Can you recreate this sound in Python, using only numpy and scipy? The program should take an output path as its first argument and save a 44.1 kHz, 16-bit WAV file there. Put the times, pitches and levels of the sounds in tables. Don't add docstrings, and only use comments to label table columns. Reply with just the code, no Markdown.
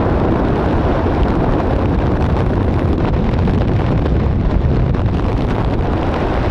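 import sys
import numpy as np
from scipy import signal
from scipy.io import wavfile
from scipy.ndimage import uniform_filter1d

SR = 44100
rng = np.random.default_rng(int(sys.argv[2]) if len(sys.argv) > 2 else 0)


def store_pcm(level_fs):
    pcm = np.round(np.clip(level_fs, -1, 1) * 32767).astype(np.int16)
    wavfile.write(sys.argv[1], SR, np.atleast_2d(pcm).T)


N = 286650

# t/s, boom level/dB, thud level/dB, rush level/dB
AIRFLOW = [(0.0, -18.5, -18, -18), (0.3, -21.5, -20, -13.5), (0.59, -19, -22, -18), (0.89, -19, -20, -16.5),
           (1.18, -17, -19.5, -18), (1.48, -24, -18.5, -17), (1.77, -20, -20, -17),
           (2.07, -18.5, -16.5, -20.5), (2.36, -17, -17.5, -19.5), (2.66, -18.5, -17.5, -19),
           (2.95, -16.5, -16.5, -18), (3.25, -22.5, -18, -20.5), (3.55, -15, -13.5, -20),
           (3.84, -20, -17, -23.5), (4.14, -14.5, -14.5, -20.5), (4.43, -24, -19, -26.5),
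           (4.73, -19.5, -11.5, -20.5), (5.02, -16.5, -19.5, -23), (5.32, -23, -20.5, -25),
           (5.61, -24.5, -22.5, -24), (5.91, -22, -20.5, -23), (6.2, -22.5, -26, -22),
           (6.5, -18, -27.5, -21.5)]
# f/Hz, relative density/dB
THROB_SPECTRUM = [(14, -20), (20, -8.5), (30, -8), (42, 3.5), (60, -8.5), (78, -26)]
BOOM_SPECTRUM = [(30, -30), (50, 1.5), (95, 5), (140, -30)]
THUD_SPECTRUM = [(60, -30), (95, 3.5), (135, 1), (190, -2), (265, -11), (380, -30)]
RUSH_SPECTRUM = [(110, -30), (190, -2.5), (302, -0.5), (600, -8), (780, -50.5), (1320, -120)]
def buffeting(bursts, jumps, flicker_db):
    boom_db, thud_db, rush_db = in_time(AIRFLOW)
    throb_db = -21 - 1.5 * drift(3.7)
    surging = swells([(s, 2, length) for s, length, *_ in BOOMING_SURGES])
    duck_db = 2 * np.tanh(surging)
    throb = from_db(throb_db) * turbulence(THROB_SPECTRUM, bursts, 0, wander_db=7.5)
    boom = from_db(boom_db - duck_db) * turbulence(BOOM_SPECTRUM, bursts, 0, wander_db=0.1)
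    thud = from_db(thud_db - duck_db) * turbulence(THUD_SPECTRUM, bursts, 0, wander_db=3.0)
    rush = turbulence(RUSH_SPECTRUM, bursts, 0.43 * jumps, wander_db=1.75)
    return throb + boom + thud + from_db(rush_db + 0.37 * flicker_db) * rush


# centre t/s, length/s, start f/Hz, end f/Hz, rms level at the centre/dB
BOOMING_SURGES = [(1.896, 0.094, 300, 290, -23), (2.081, .12, 79.5, 91, -21), (2.474, 0.095, 66.3, 49, -25),
                  (2.898, 0.13, 83, 96, -22), (3.2, .06, 147.5, 220, -16.5), (3.27, .07, 215, 240, -20.5),
                  (3.399, .12, 68.4, 106, -15), (3.48, .08, 179.7, 190, -15.5),
                  (3.536, 0.12, 85.4, 97, -15.5), (3.782, .18, 101.8, 105, -16.5),
                  (3.92, 0.092, 125.5, 160, -20), (4.098, .12, 77.9, 58, -16),
                  (4.325, .16, 60.4, 90, -18.5), (4.68, .14, 75.7, 67, -16), (4.82, .11, 123.1, 125, -16.5),
                  (4.927, 0.068, 82.3, 82, -21), (5.081, .08, 106.9, 94, -20), (6.17, .1, 80.8, 66, -23)]
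def surges():
    t, out = np.arange(N) / SR, np.zeros(N)
    wobble = 1 + 0.076 * drift(25.6)
    for s, length, from_hz, to_hz, db in BOOMING_SURGES:
        near = slice(int((s - 1.5 * length) * SR), int((s + 1.5 * length) * SR))
        offset = (t[near] - s) / length
        glide_hz = from_hz + (to_hz - from_hz) * np.clip(offset + .5, 0, 1)
        cycles = rng.random() + np.cumsum(glide_hz * wobble[near]) / SR
        out[near] += np.sqrt(2) * from_db(db) * bump(offset) * np.sin(2 * np.pi * cycles)
    return out


# t/s, level/dB
ROAR_LEVEL = [(0, -20.5), (.5, -22.5), (.75, -23.5), (.95, -19.5), (1.2, -23), (1.5, -22), (2.0, -26),
              (2.5, -26.5), (3.05, -27.5), (3.5, -31), (4.0, -31.5), (4.3, -31), (4.8, -29), (5.3, -34.5),
              (5.8, -29), (6.15, -25), (6.5, -25.5)]
# f/Hz, relative density/dB
ROAR_SPECTRUM = [(320, -30), (550, 3.5), (945, -2.5), (1500, -11.5), (1950, -37), (3300, -120)]
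def roar(bursts, jumps, flicker_db):
    level_db = in_time(ROAR_LEVEL)[0] + 0.9 * flicker_db
    return from_db(level_db) * turbulence(ROAR_SPECTRUM, bursts, 0.29 * jumps, wander_db=0.5)


# t/s, level/dB
EDDY_LEVEL = [(0, -37.5), (.3, -37), (.6, -38), (.95, -33.5), (1.2, -37.5), (1.6, -37.5), (2.0, -39),
              (2.7, -40), (3.25, -37.5), (3.6, -41.5), (4.4, -39), (5.0, -40), (5.45, -45), (5.85, -43),
              (6.0, -38.5), (6.17, -35.5), (6.35, -36.5), (6.5, -32)]
# f/Hz, relative density/dB
EDDY_SPECTRUM = [(820, -31), (1400, 2.5), (3580, -8), (5010, -16.5), (7810, -30), (9500, -38.5),
                 (11000, -60), (22000, -120)]
def small_eddies(bursts, jumps, flicker_db):
    level_db = in_time(EDDY_LEVEL)[0] + flicker_db
    return from_db(level_db) * turbulence(EDDY_SPECTRUM, bursts, jumps, wander_db=1.3)


# f/Hz, swing per unit of burst/dB
BURST_SWING = [(200, 1.5), (600, 3), (1500, 5), (4000, 3.5), (10000, -1)]
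def turbulence(spectrum, bursts, jumps, wander_db):
    low_hz, high_hz = spectrum[1][0], spectrum[-2][0]
    edges = low_hz * np.sqrt(2) ** np.arange(np.ceil(2 * np.log2(high_hz / low_hz)) + 1)
    out, white = 0, rng.standard_normal((2, SR + N))
    white[:, SR:] += jumps
    white /= running_rms(white, SR // 4)
    for k, (low, high) in enumerate(zip(edges, edges[1:])):
        hz = np.sqrt(low * high)
        swing = from_db(at_hz(BURST_SWING, hz) * bursts + wander_db * drift(13.0))
        swing /= running_rms(swing, SR // 8)
        out += from_db(at_hz(spectrum, hz)) * swing * band(white[k % 2], low, high)[SR:]
    return rms_one(out)


# t/s, burst strength (0-2), crackle level against the smooth flow/dB
RAGGEDNESS = [(0, 0.62, -33.5), (1.0, 0.42, -19), (1.6, 0.42, -5), (2.3, 1.06, -7.5), (3.0, 1, -6.5),
              (3.6, 1.36, -31), (4.3, 1.07, -12.5), (5.0, 0.93, -16.5), (5.7, 1.24, -15.5),
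              (6.0, 0.16, -15), (6.5, 0.74, -21)]
def ragged_flow():
    strength, crackle_db = in_time(RAGGEDNESS)
    passing = rms_one(0.031 * drift(26) + 0.52 * drift(130) + 1.5 * drift(288))
    bursts = strength * 2.22 * np.tanh(passing / 2)
    size_db = 2.3 * np.minimum(rng.exponential(1, N), 5)
    sizes = from_db(size_db) * rng.choice([-1, 1], N)
    jumps_per_s = 400 * from_db(3 * bursts)
    occurs = rng.random(N) < jumps_per_s / SR
    return strength, bursts, from_db(crackle_db) * rms_one(sizes * occurs)


# centre t/s, rise before saturation/dB, length/s
PORT_GUSTS = [(1.442, 3.5, 0.015), (1.605, 11, 0.021), (2.232, 2.5, 0.055), (2.387, 3, 0.058),
              (2.792, 6.5, 0.014), (3.05, -2, 0.015), (3.085, 19, 0.026), (3.339, 3, 0.011),
              (3.5, 17, 0.028), (3.612, 23, 0.015), (3.889, 6, 0.23), (4.065, 14, 0.018),
              (4.509, 10, 0.016), (4.95, 13, 0.0083), (5.083, 5, 0.013), (5.287, 21, 0.013),
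              (5.385, 11, 0.043), (5.515, 10, 0.041), (5.613, 10, 0.043)]
# centre t/s, depth/dB, length/s
EDDY_LULLS = [(0.302, 3.5, 0.032), (1.377, 5, 0.018), (1.972, 10.5, 0.014), (2.189, 9, 0.022),
              (2.279, 10, 0.0086), (2.968, 16, 0.012), (3.115, 11, 0.024), (3.664, 14, 0.0083),
              (3.952, 7, 0.034), (4.037, 5, 0.019), (4.385, 8.5, 0.072), (4.923, 11, 0.02),
              (5.039, 6.5, 0.031), (5.108, 6, 0.02), (5.766, 7, 0.02)]
def gusts_and_lulls(strength, ceiling_db=10.5):
    puffs_db = strength * swells([(s, 6, 0.0048) for s, *_ in LOUD_CRACKS])
    rise_db = ceiling_db * np.tanh((swells(PORT_GUSTS) + puffs_db) / ceiling_db)
    lesser_gusts_db = 0.5 * strength * drift(84)
    lull_db = swells(EDDY_LULLS)
    return rise_db + lesser_gusts_db - lull_db, lull_db


# t/s, middle peak/dB, dull peak/dB, bright peak/dB
LOUD_CRACKS = [(0.1997, -10, -15, -42), (0.252, -22, -26, -51), (0.3087, -18, -25, -41),
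               (0.325, -18, -27, -43), (0.342, -22, -25, -40), (0.358, -25, -25, -43),
               (0.451, -13.5, -23, -45), (0.4858, -13, -25, -40), (0.505, -16, -25, -44),
               (0.559, -13, -25, -43), (0.5985, -20, -22, -44), (0.627, -22, -21, -45),
               (0.6434, -19, -25, -41), (0.661, -13, -28, -42), (0.6888, -16, -22, -42),
               (0.71, -22, -25, -38), (0.729, -24, -16, -42), (0.8215, -23, -25, -45),
               (0.852, -13, -24, -41), (1.1497, -10, -22, -42), (1.2213, -17, -22, -44),
               (1.2333, -6.5, -26, -34), (1.2841, -10, -11, -44), (1.305, -8, -14, -35),
               (1.34, -16, -28, -41), (1.3543, -12, -21, -33), (1.443, -17, -6, -42),
               (1.4996, -18, -24, -45), (1.523, -10, -25, -40), (1.537, -13, -22, -39),
               (1.586, -18, -24, -41), (1.6036, -11, -27, -37), (1.634, -20, -20, -41),
               (1.7082, -22, -25, -45), (1.7338, -14, -24, -45), (1.763, -12, -18, -47),
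               (1.792, -13, -11, -43), (1.8576, -8, -13, -42), (1.947, -11, -24, -40),
               (1.9896, -15, -21, -47), (2.0614, -19, -16, -45), (2.069, -13, -24, -43),
               (2.1186, -18, -16, -46), (2.1563, -22, -27, -44), (2.174, -25, -14, -45),
               (2.2073, -19, -22, -43), (2.225, -10.5, -19, -35), (2.2426, -6.5, -18, -36),
               (2.2645, -12, -17, -42), (2.2993, -18, -25, -41), (2.332, -18, -27, -44),
               (2.367, -9.5, -13, -36), (2.38, -16, -11, -45), (2.39, -11, -10, -42), (2.405, -8, -26, -39),
               (2.463, -16, -19, -34), (2.5378, -14, -27, -52), (2.556, -13, -20, -43),
               (2.579, -25, -8, -54), (2.63, -13, -22, -31), (2.647, -15, -18, -43),
               (2.7414, -11, -26, -41), (2.7626, -17, -16, -43), (2.7942, -6, -24, -34),
               (2.8563, -12.5, -8, -46), (2.8803, -16, -14, -41), (2.9309, -8, -8, -37),
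               (2.9812, -15, -29, -43), (3.007, -24, -19, -47), (3.0238, -22, -22, -43),
               (3.048, -16, -1, -46), (3.055, -12, -20, -38), (3.089, -16, -16, -41),
               (3.1355, -26, -11, -49), (3.243, -15, -31, -48), (3.2911, -19, -27, -46),
               (3.3147, -20, -16, -42), (3.3397, -12, -10, -41), (3.3899, -15, -9, -46),
               (3.3991, -21, -20, -48), (3.4245, -25, -20, -48), (3.451, -28, -16, -48),
               (3.464, -20, -18, -40), (3.481, -21, -24, -41), (3.4958, -17, -7, -38),
               (3.51, -12, -22, -43), (3.5363, -12, -26, -38), (3.548, -10, -33, -42),
               (3.5791, -12, -6, -42), (3.586, -14, -18, -46), (3.599, -18, -29, -45),
               (3.6185, -14, -13, -44), (3.6824, -12, -30, -40), (3.717, -19, -30, -43),
               (3.7364, -16, -20, -40), (3.7653, -6.5, -27, -41), (3.7962, -17, -25, -43),
               (3.806, -17, -32, -39), (3.817, -23, -18, -47), (3.8649, -10, -26, -45),
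               (3.9164, -18, -19, -55), (3.9781, -13, -11, -40), (4.061, -14, -17, -33),
               (4.1668, -13.5, -11, -44), (4.201, -27, -18, -45), (4.2161, -26, -26, -47),
               (4.2646, -23, -10, -50), (4.329, -28, -14, -52), (4.412, -24, -17, -50),
               (4.5166, -28, -11, -48), (4.7184, -21, -21, -55), (4.748, -17, -28, -49),
               (4.7595, -13, -24, -41), (4.768, -11, -32, -41), (4.798, -17, -32, -48),
               (4.866, -22, -33, -41), (4.879, -23, -19, -53), (4.8945, -16, -27, -37),
               (4.9474, -22, -19, -40), (4.967, -24, -16, -43), (4.9943, -19, -13, -50),
               (5.0035, -14, -12, -43), (5.0184, -12, -11, -39), (5.061, -17, -32, -43),
               (5.089, -22, -9.5, -47), (5.15, -21, -32, -53), (5.1718, -17, -31, -42),
               (5.196, -13, -9, -43), (5.2437, -24, -27, -45), (5.2537, -31, -11, -44),
               (5.2627, -22, -24, -40), (5.284, -13, -6.5, -43), (5.3, -20, -16, -44),
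               (5.3186, -23, -22, -43), (5.3307, -18, -24, -43), (5.38, -14, -27, -39),
               (5.4077, -10, -14, -42), (5.4212, -12, -18, -46), (5.4496, -26, -18, -49),
               (5.4694, -17, -20, -45), (5.487, -16, -31, -43), (5.507, -14, -29, -40),
               (5.519, -18, -27, -46), (5.5638, -20, -12, -42), (5.582, -19, -24, -44),
               (5.6106, -20, -18, -43), (5.619, -23, -24, -45), (5.6474, -8, -5, -44),
               (5.7102, -17, -29, -44), (5.739, -13, -9, -37), (5.8095, -14, -14, -43),
               (5.836, -28, -25, -46), (5.8581, -25, -28, -44), (5.9234, -18, -16, -46),
               (5.9346, -17, -7, -41), (5.979, -20, -22, -44), (6.0135, -16, -13, -43),
               (6.0308, -15, -16, -42), (6.092, -21, -24, -42), (6.116, -21, -24, -39),
               (6.142, -10, -26, -42), (6.164, -21, -26, -39), (6.27, -22, -26, -44),
               (6.341, -17, -22, -44), (6.376, -18, -20, -41)]
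# low f/Hz, high f/Hz, filter make-up/dB, fizz share, fizz length/s
CRACK_BANDS = [(935, 3220, 9, 0.19, 0.003), (470, 1150, 22.5, 0.1, 0.005), (5000, 9700, 8, 0.16, 0.0022),
               (9000, 11000, 7.5, 0.24, 0.002)]
def cracks(strength, lull_db, hiss_db, lesser_per_s=110):
    hiss_swing_db = hiss_db - hiss_db.mean()
    when, size, brightness = rng.random((round(lesser_per_s * N / SR), 3)).T
    at = (when * (N - 1)).astype(int)
    peak_db = -23.5 + 3.5 * (strength[at] - 1) - lull_db[at] + 5 * (2 * size - 1)
    bright_db = peak_db - 24 + 2 * (2 * brightness - 1) + 0.49 * hiss_swing_db[at]
    lesser = np.transpose([when * (N - 1) / SR, peak_db, peak_db, bright_db])
    s, *bands_db = np.vstack([LOUD_CRACKS, lesser]).T
    at = np.round(s * SR).astype(int)
    bands_db.append(bands_db[-1] - 9 + hiss_swing_db[at])
    out, sign = 0, rng.choice([-1, 1], len(s))
    for db, (low_hz, high_hz, makeup_db, fizz_share, fizz_s) in zip(bands_db, CRACK_BANDS):
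        jumps = np.zeros(N)
        jumps[at] = sign * from_db(db + makeup_db)
        fizz_envelope = signal.fftconvolve(jumps, np.hanning(round(fizz_s * SR)), "same")
        fizz = fizz_share * fizz_envelope * rng.standard_normal(N)
        snaps = band(jumps + fizz, low_hz, high_hz)
        out += band(snaps, 0.41 * low_hz, 1.82 * high_hz)
    return out


# t/s, level/dB
HISS_LEVEL = [(0.05, -67), (0.92, -66), (1.99, -69.5), (2.03, -81), (2.06, -69), (2.56, -65.5),
              (2.6, -79.5), (2.63, -64), (2.65, -67.5), (2.94, -63.5), (2.96, -76), (3.08, -77),
              (3.11, -84.5), (3.28, -75.5), (3.31, -66), (3.37, -83.5), (3.51, -63.5), (3.6, -71),
              (3.63, -78), (3.81, -70.5), (3.85, -86), (3.9, -64), (3.94, -76.5), (4.01, -69), (4.29, -88),
              (4.7, -85), (5.23, -71), (5.3, -68.5), (5.5, -69), (5.9, -72.5), (6.04, -69.5), (6.45, -68.5)]
def top_hiss(hiss_db, bursts, jumps, flicker_db):
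    noise = rng.standard_normal(N) + 1.2 * jumps
    thin = band(band(noise, 9000, 13000), 8000, 17000)
    return from_db(hiss_db + 0.8 * bursts + 0.49 * flicker_db + 1.2 * drift(11)) * rms_one(thin)


def from_db(db):
    return 10 ** (np.asarray(db) / 20)


def rms_one(x):
    return x / np.sqrt(np.mean(x ** 2) + 1e-20)


def running_rms(x, samples):
    return np.sqrt(uniform_filter1d(x ** 2, size=samples))


def in_time(rows):
    s, *columns = np.transpose(rows)
    return [np.interp(np.arange(N) / SR, s, column) for column in columns]


def at_hz(points, hz):
    points_hz, db = np.transpose(points)
    return np.interp(np.log(hz), np.log(points_hz), db)


def band(x, low_hz, high_hz):
    return signal.sosfilt(signal.butter(2, [low_hz, high_hz], "band", fs=SR, output="sos"), x)


def drift(rate_hz, step=8, run_in=3000):
    pole = np.exp(-2 * np.pi * rate_hz * step / SR)
    noise = rng.standard_normal(N // step + run_in + 2)
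    slow = signal.lfilter([1], [1, -2 * pole, pole ** 2], noise)[run_in:]
    return np.interp(np.arange(N) / step, np.arange(len(slow)), rms_one(slow - slow.mean()))


def bump(offset):
    return np.exp(-4 * np.log(2) * offset ** 2)


def swells(rows):
    t = np.arange(0, N + 32, 32) / SR
    bumps = sum(height * bump((t - s) / length) for s, height, length in rows)
    return np.interp(np.arange(N) / SR, t, bumps)


def scene():
    strength, bursts, jumps = ragged_flow()
    flicker_db, lull_db = gusts_and_lulls(strength)
    flow = bursts, jumps, flicker_db
    wind = buffeting(*flow) + roar(*flow) + small_eddies(*flow) + surges()
    port_cover = signal.butter(2, 5500, fs=SR, output="sos")
    wind = signal.sosfilt(port_cover, wind)
    hiss_db = in_time(HISS_LEVEL)[0]
    return (wind + top_hiss(hiss_db, *flow) + cracks(strength, lull_db, hiss_db))[None]


def gain_control(x, target_db, share, attack_s, release_db_per_s):
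    level_db = 20 * np.log10(np.abs(x) + 1e-3)
    fall_db = release_db_per_s * np.arange(N) / SR
    held_db = np.maximum.accumulate(level_db + fall_db) - fall_db
    start_db = held_db[:SR].mean()
    pole = np.exp(-1 / (attack_s * SR))
    smooth_db = signal.lfilter([1 - pole], [1, -pole], held_db - start_db) + start_db
    return x * from_db(share * (target_db - smooth_db))


def record(dry):
    levelled = gain_control(dry[0], target_db=-7.5, share=0.6, attack_s=0.0027, release_db_per_s=154.5)
    rounded = 0.77 * np.tanh(levelled / 0.77)
    return signal.sosfilt(signal.butter(11, 12400, fs=SR, output="sos"), rounded)[None]


dry = scene()
out = record(dry)
store_pcm(out)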